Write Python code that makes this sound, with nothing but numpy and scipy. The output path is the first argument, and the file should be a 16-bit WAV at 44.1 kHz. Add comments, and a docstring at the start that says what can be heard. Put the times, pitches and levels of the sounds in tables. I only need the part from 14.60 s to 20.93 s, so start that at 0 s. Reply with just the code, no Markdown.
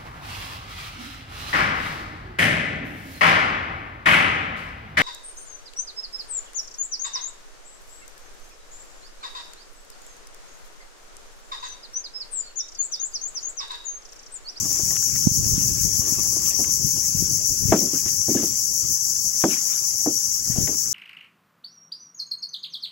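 """Cicadas drone in the trees: two near ones throb, each at its own pace, over a far chorus.
Their song is noise shaped by body resonances, gated by fast clicks in the two near singers.
Someone walks on a plank walkway: knocks and ticks are dying tones, scuffs and a creak are shaped noise.
A breeze buffets the two microphone ports separately with low, lumpy noise and single pops.
A faint outdoor murk lies under it all."""
import sys
import numpy as np
from scipy import signal
from scipy.fft import rfft, irfft, next_fast_len
from scipy.io import wavfile
from scipy.ndimage import uniform_filter1d, map_coordinates

SR = 44100
rng = np.random.default_rng(int(sys.argv[2]) if len(sys.argv) > 2 else 0)


def store_wav(level_fs):
    """Save 16-bit WAV to argv[1]."""
    pcm = np.round(np.clip(np.atleast_2d(level_fs), -1, 1) * 32767)
    wavfile.write(sys.argv[1], SR, pcm.T.astype(np.int16))


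N = 279153  # length in samples, about 6.33 s


def amp(db):
    """Turns dB into a gain."""
    return 10 ** (np.asarray(db) / 20)


def unit(x):
    """Scales a sound to rms 1, all its channels together."""
    return x / np.sqrt(np.mean(x ** 2) + 1e-20)


def along(points, hz):
    """Reads each column after the frequency at hz, along a log frequency axis."""
    f, *cols = np.transpose(points)
    return np.array([np.interp(np.log(hz + 1), np.log(f + 1), c) for c in cols])


def curves(rows):
    """Draws each column after the time as a curve with one value per sample."""
    s, *cols = np.transpose(rows)
    return [np.interp(np.arange(N) / SR, s, c) for c in cols]


def wobble(rate):
    """A smooth random curve through rate random points a second."""
    points = rng.standard_normal(int(N * rate / SR) + 4)
    return map_coordinates(points, [np.arange(N) * rate / SR])


def swell(s, db, fall_s, rise=1):
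    """Gain that climbs to a crest at s and falls 10 dB in fall_s; rise is rise time over fall time."""
    late = np.arange(N) / SR - s
    away = np.maximum(late, -late / abs(rise))
    return amp(db - 10 * away / abs(fall_s))


def filtered(x, response):
    """Filters x by a response, real or complex, given as a function of frequency."""
    m = next_fast_len(N + SR // 2)
    hz = np.fft.rfftfreq(m, 1 / SR)
    return irfft(rfft(x, m) * response(hz), m)[..., :N]


def patchy(depth_db):
    """Two unrelated noises that share random loud and soft patches in time and pitch."""
    z = signal.stft(rng.standard_normal((2, N)), nperseg=512)[2]
    field = rng.standard_normal(z.shape[1:])
    field = uniform_filter1d(field, size=5, axis=0)
    field = uniform_filter1d(field, size=6, axis=1)
    return signal.istft(z * amp(depth_db * unit(field)), nperseg=512)[1][:, :N]


def pair(a, b, alike):
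    """Mixes two sources into left and right; alike sets how far the sides agree, 0 to 1."""
    turn = np.arccos(np.clip(alike, 0, 1)) / 2
    shared, opposed = np.cos(turn) * a, np.sin(turn) * b
    return np.array([shared + opposed, shared - opposed])


def sides(pan_db):
    """Left and right gains pan_db apart, positive to the left, with a mean of 1."""
    r = amp(pan_db)
    return np.array([2 * r / (1 + r), 2 / (1 + r)])


def add(track, s, sound):
    """Mixes a stereo sound into the track at s seconds."""
    part = track[:, max(round(s * SR), 0):][:, :sound.shape[1]]
    part += sound[:, :part.shape[1]]


def lean(hz):
    """Left and right gains by frequency: the left is stronger, most of all in the treble."""
    # Each row: frequency in Hz, left dB, right dB.
    return amp(along([(300.2, -1.025, -4), (999, -0.531, -1.5), (2993, 0.963, -6.5)], hz))


def outdoor_murk():
    """Distant outdoor sound as a steady floor of patchy noise, mostly low in pitch."""
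    # Tone of the murk. Each row: frequency in Hz, relative level in dB per Hz.
    murk_tone = [(120, -29.5), (200, -2), (802, -9), (2280, -24.5), (3170, -28.5), (3750, -46.5),
                 (4200, -22), (5460, -50.5), (9240, -120)]
    noise = pair(*patchy(depth_db=4.0), alike=0.4198)
    murk = filtered(noise, lambda hz: amp(along(murk_tone, hz)) * lean(hz))
    return amp(-53.5) * unit(murk)


def wind():
    """Lumpy turbulence, unrelated from port to port, with a few single pressure pops."""
    # Tone of the turbulence. Each row: frequency in Hz, relative level in dB per Hz.
    rumble_tone = [(13, -49.5), (22, -8), (113, 2.5), (170, -1), (225, -8.5), (258, -8), (413, -17),
                   (600, -28), (780, -52), (1320, -120)]
    # Steady breeze on the ports. Each row: time in seconds, left level in dB, right level in dB.
    breeze = [(0, -42, -46.5), (2.9, -43.5, -49), (3.6, -47.5, -48), (4.6, -48, -47), (5.3, -50, -50),
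              (6.33, -58.5, -51)]
    # Gusts. Each row: crest time in seconds, left dB, right dB, seconds to fall 10 dB (sign ignored).
    gust_rows = [(.06, -33, -43, 0.3794), (.56, -29.5, -36, 0.1083), (.9, -24.5, -22, 0.2069),
                 (1.33, -28.5, -55, 0.2429), (1.68, -35, -36, 0.2857), (2.2, -29.5, -44, 0.2757),
                 (2.62, -25, -41, 0.1697), (2.8, -42, -38, 0.2038), (3.08, -24, -43.5, 0.1164),
                 (3.5, -42, -41, 0.3609), (3.92, -36.5, -41.5, 0.134), (4.26, -37.5, -39.5, 0.1476),
                 (4.62, -41.5, -44.5, 0.16), (4.88, -52.5, -37.5, -0.0011), (5.46, -49, -41, -0.2186),
                 (6.0, -27.5, -43, 0.1381), (6.33, -43, -47.5, 0.134)]
    # Pops, leaning to one port. Each row: time in seconds (the crest comes about 6 ms later),
    # peak in dB averaged as gain over both ports, left minus right in dB, pitch in Hz.
    pops = [(0.028, -24, 16.5, 142.3), (0.23, -22.5, 13, 113.4), (0.667, -4.5, -40, 172.5),
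            (0.713, -17.5, -7.5, 113.3), (0.927, -30, -1, 145.1), (0.975, -15, -15.5, 165.7),
            (1.208, -22, 28.5, 103.4), (1.231, -24, 24.5, 91.65), (1.391, -21.5, 31.5, 131.7),
            (1.519, -22, 30, 184.3), (2.243, -20, 25, 131.4), (2.546, -20.5, 12, 144.8),
            (2.62, -19, 18, 217.7), (3.051, -16, 30, 107), (5.896, -20, 22.5, 142.2),
            (5.981, -13, 23.5, 151.2)]

    noise = filtered(rng.standard_normal((2, N)), lambda hz: amp(along(rumble_tone, hz)))
    lumps = amp(4 * np.array([wobble(32), wobble(32)]))  # 4 dB deep
    gust_power = 0
    for s, left_db, right_db, fall_s in gust_rows:
        crest_db = np.array([[left_db], [right_db]])
        gust_power = gust_power + swell(s, crest_db, fall_s) ** 2
    out = np.sqrt(amp(curves(breeze)) ** 2 + gust_power) * unit(lumps * noise)

    t = np.arange(-800, 800) / SR
    for s, db, side_db, hz in pops:
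        u = (np.pi * hz * t) ** 2
        pulse = (1 - 2 * u) * np.exp(-u)  # one crest between two dips
        add(out, s - .012, amp(db) * sides(side_db)[:, None] * pulse)
    return out


def creak():
    """Boards rub under load: uneven slips excite a few board resonances."""
    # Creaks. Each row: start in seconds, length in seconds, level in dB.
    creak_rows = [(.05, 0.28993, -44), (1.417, 0.65994, -44.5)]
    # Board resonances. Each row: pitch in Hz, width in Hz, relative level in dB.
    resonances = [(322.56, 87.13, 7), (1172.8, 40.67, 0), (583.7, 191.4, -18)]
    edge_s, fade_db = 0.05366, 3  # soft edges just outside each creak; loss from start to end

    t = np.arange(N) / SR
    level = 0
    for s, length, db in creak_rows:
        inside = np.minimum(t - s, s + length - t)
        edges = np.clip(inside / edge_s + 1, 0, 1) ** 2
        level = level + amp(db - fade_db * (t - s) / length) * edges

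    def board(f):
        total = 0
        for k, (center, width, db) in enumerate(resonances):
            loss = 1j * f * width
            total = total + (-1) ** k * amp(db) * loss / (center * center - f * f + loss)
        return total

    slips = rng.standard_normal((2, N)) * amp(5.637 * wobble(45.134))
    return level * unit(filtered(pair(*slips, alike=0.996), board))


def scuffs():
    """Soles and cloth rub: grainy noise swells at each scuff over a faint steady rustle."""
    # Tone of the rustle. Each row: frequency in Hz, relative level in dB per Hz.
    rustle_tone = [(500, -15), (1000, -6.5), (1400, -4.5), (2200, -3), (3300, -6), (4300, -13.5),
                   (6000, -59.5)]
    # Scuffs. Each row: crest time in seconds, crest level in dB, seconds to fall by 10 dB.
    scuff_rows = [(.15, -48, 0.1631), (.34, -50, 0.173), (.56, -49.5, 0.2547), (.98, -46.5, 0.1792),
                  (1.21, -50, 0.1657), (1.5, -48, 0.3813), (1.879, -43.5, 0.0865), (2.06, -54, 0.3151),
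                  (2.47, -50.5, 0.4421), (3.14, -40, 0.0735), (3.35, -46, 0.078), (3.47, -47.5, 0.0807),
                  (3.79, -42.5, 0.1368), (4.25, -52, 0.0544), (4.84, -41.5, 0.0541), (4.93, -34.5, 0.0549),
                  (5.13, -44, 0.0882), (5.6, -55.5, 0.3456), (5.98, -47, 0.1803), (6.12, -55, 0.2694)]

    noise = pair(*patchy(depth_db=3.0), alike=0.0988)
    rustle = filtered(noise, lambda hz: amp(along(rustle_tone, hz)) * lean(hz))
    scuff_power = sum(swell(*row, rise=0.7826) ** 2 for row in scuff_rows)
    level = np.sqrt(amp(-58) ** 2 + scuff_power)  # the steady rustle lies at -58 dB
    grain = amp(0.9577 * wobble(90))
    return level * grain * unit(rustle)


def ticks():
    """Grit and gear tick: each is a short ring about one pitch, blurred by phase noise."""
    # Ticks. Each row: start in seconds, level in dB before panning, pitch in Hz,
    # seconds to die by 60 dB, blur as random phase step in radians per sample.
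    tick_rows = [(0.3067, -30.5, 1920, 0.02801, 0.07), (0.3557, -25.5, 2320, 0.01056, 0.48),
                 (0.366, -21.5, 2515, 0.01555, 0.44), (.4248, -35, 1677, 0.02798, 0.26),
                 (0.556, -33.5, 1780, 0.0498, 0.27), (1.276, -48.5, 1592, .02, 0.28),
                 (1.548, -39.5, 1347, 0.0546, 0.14), (1.584, -37, 2597, 0.0271, 0.14),
                 (1.86, -31, 3013, 0.02278, .4), (2.043, -24.5, 2427, 0.01961, 0.34),
                 (2.061, -47, 1077, 0.2854, 0), (3.459, -33, 1301, 0.0241, 0.46),
                 (3.481, -30.5, 2296, 0.02832, 0.36), (3.77, -31.5, 1702, 0.0646, 0.01),
                 (4.559, -38.5, 2251, 0.02006, 0.34), (6.073, -27.5, 1980, 0.04542, 0.22),
                 (6.141, -35, 1104, 0.0233, 0.16)]
    out, t = np.zeros((2, N)), np.arange(6000) / SR
    for s, db, hz, t60, blur in tick_rows:
        phase = np.cumsum(2 * np.pi * hz / SR + blur * rng.standard_normal(len(t)))
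        onset = 1 - np.exp(-t / 0.0011103)
        ring = amp(db - 60 * t / abs(t60)) * onset * np.sin(phase)
        add(out, s, ring * sides(11.245)[:, None])  # toward the left
    return out


def steps(count=64):
    """Every knock lands on another board, so its many damped modes fall at new pitches."""
    # Knocks. Each row: start in seconds, relative level in dB, hardness in dB per octave,
    # ring time as a share of the plank's.
    knocks = [(0.193, -28.5, 1, 0.3883), (1.99, -22.5, 0.5, 0.7412), (2.358, -34, 1, 0.8446),
              (3.122, -3, 2.5, 0.4782), (3.137, -9.5, -1, 0.5037), (3.164, -20.5, -1.5, 1.694),
              (3.216, -19.5, -2.5, 1.1187), (3.333, -19.5, -4.5, 0.6324), (3.458, -30, -1, 0.4638),
              (3.683, -13.5, -4.5, 0.6675), (3.749, -9.5, -3.5, 0.4572), (3.774, -21.5, -3.5, 1.711),
              (3.832, -17, -2.5, 0.3311), (4.8386, -9.5, 3, 0.14394), (4.845, -8.5, -0.5, 0.5367),
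              (4.875, -20.5, -3.5, 1.1605), (5.461, -13.5, 0.5, 0.46), (5.468, -14.5, -1, 0.8206),
              (5.958, -25, 0.5, 1.373), (6.073, -25.5, 1, 1.347)]
    # Plank modes. Each row: frequency in Hz, relative level in dB, seconds to die by 60 dB.
    plank = [(91.98, -27.5, 0.1718), (173.97, -6, 0.2267), (310.22, 3, 0.19482), (472, -5.5, 0.19317),
             (633.9, -5, 0.1765), (948, -11, 0.12662), (1395, -17, 0.19876), (2510, -14.5, 0.10005),
             (3600, -21.5, 0.1383)]

    out, t = np.zeros((2, N)), np.arange(SR // 3) / SR
    for s, db, hardness_db, ring in knocks:
        place, strength, apart = rng.random((3, count, 1))
        hz = 90 * 40 ** ((np.arange(count)[:, None] + place) / count)  # spread from 90 to 3600 Hz
        level_db, t60 = along(plank, hz)
        level_db = level_db + hardness_db * np.log2(hz / 300) + 6 * strength
        # Soft soles pass fewer highs.
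        cutoff_hz = 900 * 2 ** (hardness_db / 5)
        level_db = level_db - 10 * np.log10(1 + (hz / cutoff_hz) ** 4)
        # The body shades the right side; left and right change in dB per octave.
        lean_db = np.clip(np.log2(hz / 600), 0, 2) * np.array([1.2, -1.6])[:, None, None]
        # Bending waves: the highs arrive first.
        rise = (1 - np.exp(-t * hz / 0.9192)) ** 2
        # The two microphones differ more at high pitch.
        lag = 2 * np.pi * np.clip(hz / 5000, 0, 1) * (apart - .5) * np.array([1, -1])[:, None, None]
        phase = 2 * np.pi * (hz * t + strength * .4) + lag  # starts spread over 0.4 cycle
        decay_db = 60 * t / abs(ring * t60)
        modes = amp(level_db + lean_db - decay_db) * rise * np.sin(phase)
        knock = np.sum(modes, 1)
        # A hard heel edge clacks before the board answers.
        snap = np.sin(2 * np.pi * 750 * t) * amp(2 * hardness_db - 60 * t / .012)
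        add(out, s, amp(db - 10.0) * (knock / np.std(knock[:, :900]) + snap))
    return out


def singer(rows, throb_hz, click_hz, wander_hz, click_depth):
    """The tymbals click fast and roughly; the abdomen pumps, so the song throbs."""
    level_db, lead = curves(rows)
    cycles = throb_hz * np.arange(N) / SR + lead + 0.04928 * wobble(6.6)
    turn = 2 * np.pi * cycles
    # Slow rise, broad crest, quicker fall, narrow dip.
    throb = np.cos(turn) - 0.2159 * np.cos(2 * turn + 0.6664)
    clicks = np.cumsum(click_hz + wander_hz * wobble(1.5)) / SR
    rough_clicks = clicks + 0.1158 * wobble(40)
    gate = np.exp(click_depth * np.cos(2 * np.pi * rough_clicks))
    level = amp(level_db + 1.0735 * wobble(25))
    return level * unit(amp(5 * throb) * gate)  # 5 dB of swing per unit of throb


def cicadas():
    """All sing through alike body resonances; the near ones are brighter than the far chorus."""
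    # Song at each microphone. Each row: frequency in Hz, relative left dB per Hz,
    # relative right dB per Hz, left-right likeness from 0 to 1.
    song = [(3817.3, -67, -45.5, 0), (4557.1, -17.5, -23.5, 0.06), (5213.7, -9.5, -17, 0),
            (5809.9, 2.5, -10, 0.03), (6500.7, -3, -13.5, 0.2), (7212.4, -9.5, -11, 0.89),
            (8435.9, -24, -22.5, 0.34), (9073, -36, -36.5, 0), (9875.1, -23.5, -23.5, 0.29),
            (10957, -14.5, -18, 0.5), (12231, -13, -22, 0.37), (13415, -27, -62.5, 0),
            (14288, -26, -57.5, 0.01), (14715, -18, -37, 0.08), (15459, -11.5, -22, 0.09)]
    # Shares of the song. Each row: frequency in Hz, far chorus dB, slow singer dB, fast singer dB.
    shares = [(5992.4, -1.5, -3.5, -9.5), (6975, 0.5, -0.5, -11), (11052, -3, 0, -4),
              (15100, -10, 2.5, -17)]
    # Far chorus. Each row: time in seconds, relative level in dB.
    chorus = [(0, -24), (1.2, -25), (2.2, -25), (3.7, -24.5), (5, -25), (6.33, -25)]
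    # Slow singer. Each row: time in seconds, relative level in dB, throb lead in cycles.
    slow = [(0, -27.5, 0.2209), (.7, -25.5, 0.1347), (2, -26.5, 0.143), (2.8, -27, 0.3862),
            (4.1, -27.5, 0.1712), (4.9, -30, 0.2674), (6.33, -28.5, 0.1625)]
    # Fast singer, off to the left. Each row: time in seconds, relative level in dB, throb lead in cycles.
    fast = [(0, -24.5, 1.2933), (.7, -23, 0.8644), (1.9, -18.5, 0.5877), (3.7, -23.5, 0.4398),
            (4.8, -20.5, 0.6916), (5.5, -21, 0.6375), (6.33, -26, 0.967)]

    efforts = [amp(curves(chorus)[0] + 0.301 * wobble(7.1)),
               singer(slow, throb_hz=6.42, click_hz=211.91, wander_hz=24.984, click_depth=0.1996),
               singer(fast, throb_hz=8.19, click_hz=245.79, wander_hz=4.9697, click_depth=0.379)]
    # Left and right dB; the fast singer is shaded from the right microphone.
    aside = [[[0], [0]], [[0], [0]], [[0], [-5]]]

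    m = next_fast_len(N)
    hz = np.fft.rfftfreq(m, 1 / SR)
    left_db, right_db, alike = along(song, hz)
    ears = amp([left_db, right_db]) * (hz > 3600)  # no song below 3600 Hz
    total = 0
    for effort, share_db, side_db in zip(efforts, along(shares, hz), aside):
        voices = rfft(effort * patchy(depth_db=1.7811), m)
        total = total + pair(*voices, alike) * amp(share_db + side_db)
    return amp(16) * irfft(total * ears, m)[:, :N]


def scene():
    """Everything at the two microphones."""
    return outdoor_murk() + wind() + creak() + scuffs() + ticks() + steps() + cicadas()


def record(dry):
    """The input stage flattens the largest peaks; nothing is kept from 15870 Hz up."""
    clipped = dry / (1 + abs(dry / .98) ** 8) ** (1 / 8)
    return filtered(clipped, lambda hz: hz < 15870)


dry = scene()
out = record(dry)
store_wav(out)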